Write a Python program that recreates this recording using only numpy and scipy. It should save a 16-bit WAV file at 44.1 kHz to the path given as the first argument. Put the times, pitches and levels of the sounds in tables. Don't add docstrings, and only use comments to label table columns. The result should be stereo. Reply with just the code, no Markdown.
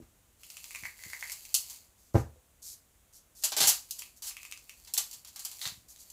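import sys
import numpy as np
from scipy import signal
from scipy.fft import rfft, irfft
from scipy.io import wavfile

SR = 44100
rng = np.random.default_rng(int(sys.argv[2]) if len(sys.argv) > 2 else 0)


def inscribe(sig):
    pcm = np.round(np.clip(np.atleast_2d(sig).T, -1, 1) * 32767)
    wavfile.write(sys.argv[1], SR, pcm.astype(np.int16))


N = 269892

# (time [s], level [dB], favoured frequency [Hz], spread [octaves])
TRAY_IMPACTS = [(0.001, -37.5, 275, 0.41), (0.02, -46, 70, 0.52), (0.83, -49, 173, 0.98),
                (1.062, -50, 146, 1.35), (2.1451, -20, 220, 2), (2.154, -13, 216, 2.2),
                (2.359, -50, 548, 0.46), (5.662, -47, 85, 0.79), (5.719, -54, 110, 0.84),
                (5.774, -55, 130, 0.57), (5.849, -61, 140, 0.72)]
# (frequency [Hz], 60 dB decay time [s], relative level [dB])
TRAY_MODES = [(57, .5, -2), (75.6, 0.39, -16), (105, .1, -.5), (125, 0.25, -9.5), (140.5, 0.2067, -13),
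              (172, 0.064, -2.5), (247, .15, -12.5), (328, 0.091, -6.5), (365, 0.052, -11.5),
              (417, .1, -14), (509.2, 0.084, -4), (650, .07, -15), (790, .065, -9.5), (964, 0.13, -22.5),
              (1247, 0.053, -30)]
# (time [s], duration [s], crackle level at mid-pull [dB])
PEEL_PULLS = [(0.381, .48, -51.5), (0.953, 0.35, -48.5), (1.342, .39, -51.5), (3.78, 0.24, -54),
              (4.351, 0.1, -56), (4.547, 0.614, -58), (5.313, 0.36, -49.5), (5.88, 0.39, -58.5)]
# (time [s], tick level [dB], pop level [dB])
FIBRE_SNAPS = [(0.434, -37, -40), (0.502, -32, -45), (0.569, -32.5, -34.5), (0.642, -33, -40.5),
               (0.708, -34, -35.5), (0.749, -33, -28), (0.7584, -31, -33.5), (0.836, -39, -30.5),
               (0.854, -39, -23.5), (0.9915, -44, -43), (1.037, -34, -35.5), (1.101, -36, -39.5),
               (1.133, -34, -26), (1.209, -34, -62), (1.2262, -37, -24), (1.2977, -30, -33),
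               (1.452, -35, -42.5), (3.5661, -20, -30), (3.5847, -38, -29), (4.0215, -34, -33.5),
               (4.311, -47, -38.5), (4.368, -33.5, -30.5), (4.431, -35, -36), (4.4513, -35, -34.5),
               (4.513, -31.5, -61), (4.5235, -30.5, -31), (4.575, -36.5, -66), (4.695, -36, -38),
               (4.849, -41, -53.5), (4.9685, -43, -23), (5.593, -39, -38), (5.6153, -27, -20),
               (5.655, -33, -16.5), (5.675, -25, -33), (5.9613, -44, -41.5)]
# (time [s], frequency [Hz])
CAVITY_PITCH = [(0.43, 2900), (0.75, 2400), (0.86, 2060), (1.22, 2020), (1.45, 2550), (4.7, 2560),
                (4.96, 4000)]
# (time [s], duration [s], level [dB], relative level of thick pith [dB])
FIBRE_RUNS = [(1.318, 0.0085, -31.5, -17), (1.5422, 0.0097, -14.5, -26), (1.697, 0.014, -39, -16),
              (3.424, .005, -39, -8), (3.4365, 0.021, -21.5, -13), (3.5192, .01, -32.5, 1),
              (3.566, 0.029, -25.5, -5), (3.603, .05, -22.5, -2.5), (3.655, 0.041, -26, -14),
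              (3.6718, 0.029, -15.5, -12), (3.9083, 0.0044, -25.5, -35), (3.988, 0.0087, -33, -19),
              (4.221, 0.059, -38.5, -12), (4.268, 0.03, -34.5, -14.5), (4.873, 0.016, -49.5, -0.5),
              (4.9373, 0.0051, -21, -22), (4.976, 0.0097, -18.5, -16), (5.112, 0.0017, -34, -25),
              (5.129, 0.016, -40.5, -10.5), (5.247, .006, -44, -5.5), (5.272, .02, -45.5, -10),
              (5.359, 0.0093, -38.5, -8.5), (5.392, 0.015, -39, -10.5), (5.449, 0.0069, -28.5, -15.5),
              (5.513, 0.0047, -36.5, -10.5), (5.622, 0.037, -41, -1), (5.653, 0.022, -38.5, 0),
              (6.1, .007, -42, -25)]
# (time [s], duration [s], level [dB])
SKIN_STROKES = [(1.97, .15, -63.5), (2.137, 0.084, -49.5), (2.619, .13, -43.5), (3.125, 0.072, -54),
                (3.349, 0.12, -51.5), (4.161, .035, -56), (5.881, 0.054, -50.5), (5.985, 0.054, -50.5)]
# (frequency [Hz], relative level [dB])
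FOIL_SPECTRUM = [(60, -35), (200, -0.5), (400, -0.5), (800, -4.5), (1400, -7.5), (2200, -10.5),
                 (3500, -15.5), (7000, -10), (15000, -31)]
CRACKLE_SPECTRUM = [(300, -23), (1000, -11.5), (1500, -20.5), (2500, -8.5), (3600, -10.5), (4500, 1),
                    (5400, -6), (7200, 1.5), (9200, -4.5), (12000, -2), (15500, -5.5)]
FIBRE_SPECTRUM = [(300, -44), (1000, -35), (2000, -34.5), (2900, -3.5), (3600, -10), (4400, 0.5), (5600, 2),
                  (7500, 6), (9200, -1), (11500, 2.5), (15500, -4.5)]
PITH_SPECTRUM = [(60, -16.5), (140, -3), (230, -12.5), (420, -4.5), (600, -4.5), (800, 1), (1050, -2),
                 (1700, -3), (2300, -4), (3000, 0), (4200, 5), (7000, -1), (15000, -33.5)]
SKIN_SPECTRUM = [(500, -31), (2000, -29), (3300, -18.5), (4400, -7), (7000, -1), (10000, -8), (12000, -4),
                 (15500, -14)]
ECHO_SPECTRUM = [(60, -6), (300, -7.5), (800, 0.5), (2200, 2.5), (5000, -1), (9000, -1.5), (15000, -2.5)]
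BACKGROUND_SPECTRUM = [(12, -41), (20, -16), (59, -2.5), (129, -13.5), (342, -17.5), (439, -20),
                       (519, -18.5), (1500, -23.5), (1630, -24), (3350, -25.5), (5090, -29), (6910, -22),
                       (15500, -26.5)]


def undb(db):
    return 10 ** (np.asarray(db) / 20)


def unit(x):
    return x / np.sqrt(np.mean(x ** 2) + 1e-18)


def gains(spectrum, size):
    hz, db = np.transpose(spectrum)
    return undb(np.interp(np.log(np.fft.rfftfreq(size, 1 / SR) + 1), np.log(hz), db))


def colour(x, spectrum, size=2048):
    cepstrum = irfft(np.log(gains(spectrum, size)))
    cepstrum[1:size // 2] *= 2
    cepstrum[size // 2 + 1:] = 0
    response = irfft(np.exp(rfft(cepstrum)))
    return signal.fftconvolve(x, response[None] / np.linalg.norm(response), axes=1)[:, :x.shape[1]]


def add(out, start, sound):
    i = max(int(start * SR), 0)
    out[:, i:i + sound.shape[-1]] += sound[..., :max(N - i, 0)]


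def stereo_noise(size, split_hz):
    mid, side = rfft(rng.standard_normal((2, size)))
    coherence = .96 / (1 + (np.fft.rfftfreq(size, 1 / SR) / split_hz) ** 2)
    mid, side = mid * np.sqrt((1 + coherence) / 2), side * np.sqrt((1 - coherence) / 2)
    return irfft(np.array([mid + side, mid - side]), size)


def fractures(size, per_s, spread_db, lag_s=.00022, scatter_s=.0002):
    count = int(per_s * size / SR) + 2
    at = rng.integers(0, size, count)
    strength = rng.choice([-1, 1], count) * undb(spread_db * np.minimum(rng.exponential(size=count), 4))
    lag = np.round(SR * (lag_s + scatter_s * rng.standard_normal(count))).astype(int)
    return unit(np.array([np.bincount(i % size, strength, size) for i in (at, at + lag)]))


def contact_db(hz, centre_hz, octaves):
    return -4.3 * np.minimum((np.log2(hz / centre_hz) / octaves) ** 2, 9)


def tray_bumps(slap_s=0.015, squash_s=0.00053):
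    out, t = np.zeros((2, N)), np.arange(SR // 2) / SR
    push = 1 - np.exp(-t / squash_s)
    for start, db, centre_hz, octaves in TRAY_IMPACTS:
        ring = np.zeros(len(t))
        for hz, t60, mode_db in TRAY_MODES:
            amplitude = undb(mode_db + contact_db(hz, centre_hz, octaves))
            ring += amplitude * np.exp(-np.log(1000) * t / t60) * np.sin(2 * np.pi * hz * t)
        spectrum = [(hz, level + contact_db(hz, centre_hz, octaves)) for hz, level in FOIL_SPECTRUM]
        slap = colour(stereo_noise(len(t), split_hz=1400) * np.exp(-t / slap_s), spectrum)
        add(out, start, undb(db) * push * (undb(-0.5) * ring + undb(-13) * slap))
    out *= undb([[-0.75], [0.75]])
    return signal.sosfilt(signal.butter(4, 52, "high", fs=SR, output="sos"), out)


def pull_crackle(attack_s=0.031, release_s=0.062, build_db=7.5):
    tension = np.zeros(N)
    for start, length, db in PEEL_PULLS:
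        t = np.maximum(np.arange(N) / SR - start, 0)
        build = undb(db + build_db * (np.minimum(t / length, 1) - 0.5))
        release = np.exp(-np.maximum(t - length, 0) / release_s)
        tension += build * (1 - np.exp(-t / attack_s)) * release
    return colour(tension * fractures(N, per_s=1300, spread_db=3.5), CRACKLE_SPECTRUM)


def fibre_ticks(decay_s=0.0016):
    out, t = np.zeros((2, N)), np.arange(SR // 100) / SR
    for start, db, _ in FIBRE_SNAPS:
        add(out, start, undb(db) * np.exp(-t / decay_s) * fractures(len(t), per_s=27000, spread_db=-5.5))
    return colour(out, [(300, -27), (1200, -12), (3000, -1.5), (7000, 7), (9500, 1.5), (15500, -3)])


def pocket_pops(swell_s=0.00053, lag_s=.00008, creak_s=0.15, cavity_decay_s=0.0025, reference_hz=2000):
    out = np.zeros((2, N))
    t = np.maximum(np.arange(SR // 50) / SR - np.array([[0], [lag_s]]), 0)
    strain = np.hanning(int(creak_s * SR))
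    for start, _, db in FIBRE_SNAPS:
        hz = np.interp(start, *np.transpose(CAVITY_PITCH))
        tone = np.sin(2 * np.pi * hz * t)
        age = t / swell_s * hz / reference_hz
        flap = undb(-15.5) * np.exp(-t / 0.0011) * np.cos(2 * np.pi * hz * 0.48 * t)
        add(out, start, undb(db) * (age * np.exp(1 - age) * tone + flap))
        breaks = strain * fractures(len(strain), per_s=400, spread_db=6.5)
        creak = signal.fftconvolve(breaks, np.exp(-t / cavity_decay_s) * tone, axes=1)
        creak_db = -55 + 0.57 * db - 16 * np.log2(hz / reference_hz)
        add(out, start - creak_s / 3, undb(creak_db) * creak)
    return signal.sosfilt(signal.butter(2, 600, "high", fs=SR, output="sos"), out)


def peel_rips(attack_s=0.00045, fibre_release_s=0.0032, pith_release_s=0.015, sag_db=3.5):
    fibre, pith = np.zeros((2, 2, N))
    t = np.arange(SR // 5) / SR
    for start, length, db, pith_db in FIBRE_RUNS:
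        after = np.maximum(t - length, 0)
        strength = undb(db - sag_db * np.minimum(t / length, 1)) * (1 - np.exp(-t / attack_s))
        fibre_envelope = strength * np.exp(-after / fibre_release_s)
        add(fibre, start, fibre_envelope * fractures(len(t), per_s=5500, spread_db=0.5))
        pith_envelope = strength * np.exp(-after / pith_release_s) * undb(pith_db)
        crunch = pith_envelope * fractures(len(t), per_s=1500, spread_db=2.5)
        low_hz = np.clip(800 * 2 ** ((-41.5 - db - pith_db) / 6), 90, 750)
        add(pith, start, signal.sosfilt(signal.butter(4, low_hz, "high", fs=SR, output="sos"), crunch))
    return colour(fibre, FIBRE_SPECTRUM) + colour(pith, PITH_SPECTRUM)


def skin_rubs():
    out = np.zeros((2, N))
    for start, length, db in SKIN_STROKES:
        along = np.linspace(0, 1, int(length * SR))
        stroke = np.sqrt(np.maximum(np.sin(np.pi * along ** 0.8), 0))
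        add(out, start, undb(db) * stroke * fractures(len(stroke), per_s=6000, spread_db=4))
    return colour(out, SKIN_SPECTRUM)


def room(dry, t60_s=0.26, early_s=0.011, onset_s=0.0027):
    t = np.arange(SR // 2) / SR
    early_boost = 1 + 0.66 * np.exp(-t / early_s)
    envelope = np.exp(-np.log(1000) * t / t60_s) * early_boost * (1 - np.exp(-t / onset_s))
    echo = stereo_noise(len(t), split_hz=150) * envelope / np.linalg.norm(envelope)
    echo = colour(echo, ECHO_SPECTRUM) * np.sqrt(np.mean(gains(ECHO_SPECTRUM, len(t)) ** 2))
    return dry + undb(-1) * signal.fftconvolve(dry, echo, axes=1)[:, :N]


def scene():
    background = undb(-63) * unit(colour(stereo_noise(N, split_hz=150), BACKGROUND_SPECTRUM, size=8192))
    handling = tray_bumps() + pull_crackle() + fibre_ticks() + pocket_pops() + peel_rips() + skin_rubs()
    return room(handling) + background


def record(dry):
    return signal.sosfilt(signal.ellip(10, .2, 80, 15500, fs=SR, output="sos"), dry)


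dry = scene()
out = record(dry)
inscribe(out)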